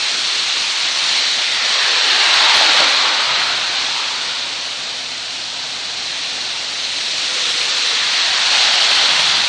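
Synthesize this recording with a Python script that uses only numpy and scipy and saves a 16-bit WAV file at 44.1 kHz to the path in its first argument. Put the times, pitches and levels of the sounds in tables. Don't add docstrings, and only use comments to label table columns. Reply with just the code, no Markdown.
import sys
import numpy as np
from scipy import signal
from scipy.fft import rfft, irfft
from scipy.io import wavfile
from scipy.ndimage import uniform_filter1d

SR = 44100
rng = np.random.default_rng(int(sys.argv[2]) if len(sys.argv) > 2 else 0)


def wav_record(signal):
    frames = np.transpose(np.atleast_2d(signal))
    bounded = np.clip(frames, -1, 1)
    quanta = np.round(bounded * 32767).astype(np.int16)
    wavfile.write(sys.argv[1], SR, quanta)


def level_to_linear(level):
    exponent = np.asarray(level, float) / 20
    return 10 ** exponent


N = 418068

FRAME, HOP = 1024, 256
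HZ = np.fft.rfftfreq(FRAME, 1 / SR)[:, None]
TIMES = np.arange(N // HOP + 5) * HOP / SR

# frequency in Hz, level in dB per Hz.
SPRAY = [(150, -23.5), (400, -11.5), (800, -9), (1500, -4.5), (2500, -1.5), (4000, -0.23), (7000, 0.5),
         (10000, 2.5)]


def spray_hiss(comb_db, near_db):
    dull_db = -0.35 * near_db * np.tanh(np.maximum(HZ - 4500, 0) / 1500)
    mist = hiss(colour_db(SPRAY) + dull_db + 0.55 * comb_db, patchy_db=0.79, flicker_db=0.71)
    drops = coloured(patter(per_s=3000, spread_db=1.5), SPRAY)
    return evened(mist + level_to_linear(-11) * drops)


def tread_roar(comb_db, since):
    horn_hz = 1383 * (1 - 0.086 * np.tanh(since / 0.7))
    octaves = np.log2((HZ + 1) / horn_hz)
    horn_db = np.where(octaves < 0, -6, -3) * octaves ** 2
    return hiss(horn_db + read(MIC, HZ) + comb_db, patchy_db=0.9, flicker_db=0.53)


# frequency in Hz, level in dB per Hz.
RUMBLE = [(110, -31), (170, -13), (250, -3.5), (400, 3), (600, 7.5), (900, 11.5), (1500, -24)]


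def body_rumble(comb_db):
    return hiss(read(RUMBLE, HZ) + comb_db, patchy_db=2.3, flicker_db=1.6)


# nearest moment in seconds, distance over speed in seconds,
# spray level in dB, tread roar level in dB.
PASSES = [
    (.2, 2., -18.5, -32.5),
    (2.54, 0.52, -13.6, -16),
    (3.3, .32, -26, -21),
    (3.91, 0.55, -23, -32),
    (6.3, 0.66, -26, -36),
    (7.622, 0.55, -18.5, -40.5),
    (8.3, .39, -19, -25.5),
    (9.08, 0.54, -14.5, -21.5),
]
# nearest moment in seconds, distance over speed in seconds, spray level in dB,
# tread roar level in dB.
PUDDLES = [
    (1.14, .2, -19.5, -35),
    (1.839, 0.22, -20, -27),
    (2.22, 0.046, -20.5, -28.5),
    (2.8, 0.043, -24.5, -21),
    (3.86, 0.033, -28, -36),
    (8.602, .12, -16.5, -27),
    (8.82, 0.11, -20.5, -30.5),
    (9.21, 0.065, -22.5, -30),
]


def traffic(t, column, fall):
    rows = np.vstack([PASSES, PUDDLES])[:, :, None]
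    far = 1 + ((t - rows[:, 0]) / rows[:, 1]) ** 2
    power = level_to_linear(rows[:, column]) ** 2 * far ** -fall
    return 10 * np.log10(power.sum(0))


# moment abreast in seconds, extra path over the wet road in ms,
# body boom level in dB.
ALONGSIDE = [
    (2.75, 3.6, -27.5),
    (8.75, 1.4, -40.5),
]


def nearest(t):
    rows = np.array(ALONGSIDE)
    row = rows[np.argmin(abs(t - rows[:, :1]), axis=0)].T
    return row, t - row[0]


def road_comb_db(path_ms, since):
    stretch_s = np.where(since < 0, 0.55, 1.1)
    lag_s = path_ms / np.hypot(1, since / stretch_s) / 1000
    echo = 0.55 * np.exp(-HZ / 1000)
    return 20 * np.log10(abs(1 + echo * np.exp(2j * np.pi * HZ * lag_s)))


# start in seconds, length in seconds, first pitch in Hz, last pitch in Hz,
# lift in dB.
GLIDES = [
    (0.954, 1.6, 2250, 1485, 5),
    (1.995, 0.39, 2840, 2740, 2.5),
    (2.107, 0.82, 1093, 625, 4.5),
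    (2.848, 1.0, 1010, 1626, 4.5),
    (3.695, 0.73, 760, 1350, 6),
    (7.748, .8, 2000, 1600, 5.5),
    (8.4, .65, 820, 720, 4),
    (8.748, 0.63, 3180, 3350, 4),
]


def glide_db():
    lift = 0
    for start, length, from_hz, to_hz, lift_db in GLIDES:
        done = np.clip((TIMES - start) / length, 0, 1)
        pitch_hz = from_hz + (to_hz - from_hz) * done
        off = (HZ - pitch_hz) / 160
        arch = np.sqrt(abs(np.sin(np.pi * done)))
        lift = lift + lift_db * arch * np.exp(-off ** 2 / 2)
    return lift


def cars(t):
    (_, path_ms, boom_db), since = nearest(TIMES)
    comb_db = road_comb_db(path_ms, since) + glide_db()
    spray_db = traffic(TIMES, column=2, fall=1.416)
    roar_db = traffic(TIMES, column=3, fall=1.7)
    near_db = np.maximum(roar_db - spray_db + 17, 0)
    boom = level_to_linear(boom_db) / np.hypot(1, since / 0.12)
    body = np.sqrt(level_to_linear(roar_db - 14.5) ** 2 + level_to_linear(-48) ** 2 + boom ** 2)
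    mix = np.interp(t, TIMES, level_to_linear(spray_db)) * spray_hiss(comb_db, near_db)
    mix = mix + np.interp(t, TIMES, level_to_linear(roar_db)) * tread_roar(comb_db, since)
    return mix + np.interp(t, TIMES, body) * body_rumble(comb_db)


# moment in seconds, sharpness in dB (every slap plays alike).
SLAPS = [(2.13, -44), (2.162, -45), (2.2029, -40), (2.2415, -46), (2.263, -49), (2.284, -39), (2.3424, -40),
         (2.4099, -42), (2.5692, -40), (2.6127, -44), (2.651, -36), (2.7352, -45), (2.775, -39),
         (2.806, -43), (2.8435, -40), (8.3843, -52), (8.5719, -51), (8.758, -41), (8.8227, -42),
         (8.8493, -43), (8.867, -39), (8.9156, -40), (9.028, -35), (9.197, -43)]


def slaps():
    lift_db = np.zeros(N)
    lift_db[np.round(np.array(SLAPS)[:, 0] * SR).astype(int)] = 4.5
    return level_to_linear(signal.oaconvolve(lift_db, np.hanning(round(2 * 0.0015 * SR)), "same"))


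def drone(t):
    start_s = 7.2
    hz = 503 - 25 * np.clip(t - start_s, 0, 1)
    tone = resonate(resonate(rng.standard_normal(N), hz, width=55), hz, width=55)
    return level_to_linear(-42.5) * swell(t, start_s, rise=0.14, hold=0.6, fall=0.16) * evened(tone)


# frequency in Hz, level in dB rms.
IDLE = [
    (85.3, -60),
    (128.3, -56),
    (171, -63),
    (256.2, -56),
    (271, -58),
]


def idling(t):
    waver = 1.6 * evened(uniform_filter1d(rng.standard_normal(N), size=9000))
    lines = sum(level_to_linear(db + 4) * np.sin(2 * np.pi * hz * t + waver * hz / 256) for hz, db in IDLE)
    return lines * (level_to_linear(-6) + 0.37 * swell(t, 3.0, rise=0.44, hold=3.6, fall=0.29))


# frequency in Hz, level in dB per Hz.
LOW = [(15, -4), (40, -5), (70, -4.5), (130, 6), (180, 11.5), (260, -9.5)]
# start in seconds, hold in seconds, bass level in dB.
LORRIES = [
    (3.192, 0.39, -47.5),
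    (9.03, 0.29, -40.5),
]


def traffic_bass(t):
    level = level_to_linear(-52)
    for start, hold, db in LORRIES:
        level = level + level_to_linear(db) * swell(t, start, rise=0.076, hold=hold, fall=0.11)
    return level * hiss(read(LOW, HZ), patchy_db=1.7, flicker_db=0.56)


# frequency in Hz, level in dB per Hz.
RAIN = [(100, -24.5), (250, -3), (420, -7.5), (700, 1), (1100, -7.5), (2500, -5), (4000, 0), (7000, 1.5),
        (10000, -0.5)]


def rain():
    wash = hiss(colour_db(RAIN), patchy_db=0.9, flicker_db=0.2)
    ticks = coloured(patter(per_s=2500, spread_db=0.5), RAIN)
    return level_to_linear(-30) * wash + level_to_linear(-43.5) * ticks


def patter(per_s, spread_db):
    size = level_to_linear(spread_db * np.minimum(rng.exponential(1, N), 4)) * rng.choice([-1., 1.], N)
    return size * (rng.random(N) < per_s / SR)


def drift(bins, frames):
    field = rng.standard_normal((len(HZ), len(TIMES)))
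    return evened(uniform_filter1d(uniform_filter1d(field, bins, 0), frames, 1))


def hiss(shape_db, patchy_db, flicker_db):
    z = rng.standard_normal((len(HZ), len(TIMES), 2)) @ [1, 1j]
    gain = level_to_linear(shape_db) * np.ones(z.shape)
    gain = gain / np.sqrt((gain ** 2).mean(0))
    gain = gain * level_to_linear(patchy_db * drift(10, 16) + flicker_db * drift(150, 2))
    return evened(signal.istft(z * gain, nperseg=FRAME, noverlap=FRAME - HOP)[1][:N])


def resonate(x, hz, width):
    turn = np.exp(2j * np.pi * np.cumsum(hz * np.ones(len(x))) / SR)
    r = np.exp(-np.pi * width / SR)
    return 2 * (turn * signal.lfilter([1 - r], [1, -r], x / turn)).real


def swell(t, start, rise, hold, fall):
    return np.interp(t, start + np.cumsum([0, rise, hold, fall]), [0, 1, 1, 0])


def evened(x):
    return x / np.sqrt(np.mean(np.abs(x) ** 2) + 1e-20)


def read(points, hz):
    f, value = np.transpose(points)
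    return np.interp(np.log(hz + 1), np.log(f + 1), value)


# frequency in Hz, gain in dB.
MIC = [(20, -4), (2000, 0.02), (3300, 3), (4150, 5.5), (4550, 2.5), (4950, -2.5), (5700, -2.5),
       (6600, -7.5), (8500, -16), (9300, -21.5), (10000, -30), (10150, -30), (10400, -61)]


def colour_db(points, hz=HZ):
    return read(points, hz) + read(MIC, hz)


def coloured(x, points):
    return evened(irfft(rfft(x) * level_to_linear(colour_db(points, np.fft.rfftfreq(N, 1 / SR))), N))


def scene():
    t = np.arange(N) / SR
    engines = drone(t) + idling(t) + traffic_bass(t)
    return (slaps() * cars(t) + engines + rain())[None]


# frequency in Hz, rounding step in dB against the rms of the frame.
STEP = [(20, -11), (170, -8), (300, -11), (1000, -13), (4000, -11), (8000, -15), (8800, -11), (11000, -13)]


def starved(x, size=512):
    n, k = np.arange(2 * size), np.arange(size // 2)
    basis = np.cos(np.pi / size * np.outer(n + 0.5 + size / 2, k + 0.5)) * np.sqrt(2 / size)
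    basis = basis * np.sin(np.pi * (n + 0.5) / (2 * size))[:, None]
    halves = np.pad(x, (size, 2 * size - N % size)).reshape(-1, size)
    lines = np.hstack([halves[:-1], halves[1:]]) @ basis
    whole = np.sqrt(uniform_filter1d((lines ** 2).mean(1), size=3))[:, None]
    wander_db = 3 * evened(uniform_filter1d(rng.standard_normal(whole.shape), size=3, axis=0))
    step = whole * level_to_linear(read(STEP, (k + 0.5) * SR / (2 * size)) + wander_db)
    lines = step * np.sign(lines) * np.floor(abs(lines) / step + 0.4)
    frames = lines @ basis.T
    return (frames[:-1, size:] + frames[1:, :size]).ravel()[:N]


def low_pass(x):
    return signal.sosfilt(signal.butter(12, 15830, fs=SR, output="sos"), x)


def record(dry):
    rounded = starved(np.clip(dry[0], -0.7, 0.7))
    highpass_off = signal.ellip(10, 0.5, 70, 12150, fs=SR, output="sos")
    mirror = signal.sosfilt(highpass_off, rounded * (-1.) ** np.arange(N))
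    played = np.clip(rounded + level_to_linear(-22) * mirror, -0.715, 0.715)
    return low_pass(played[None])


dry = scene()
out = record(dry)
wav_record(out)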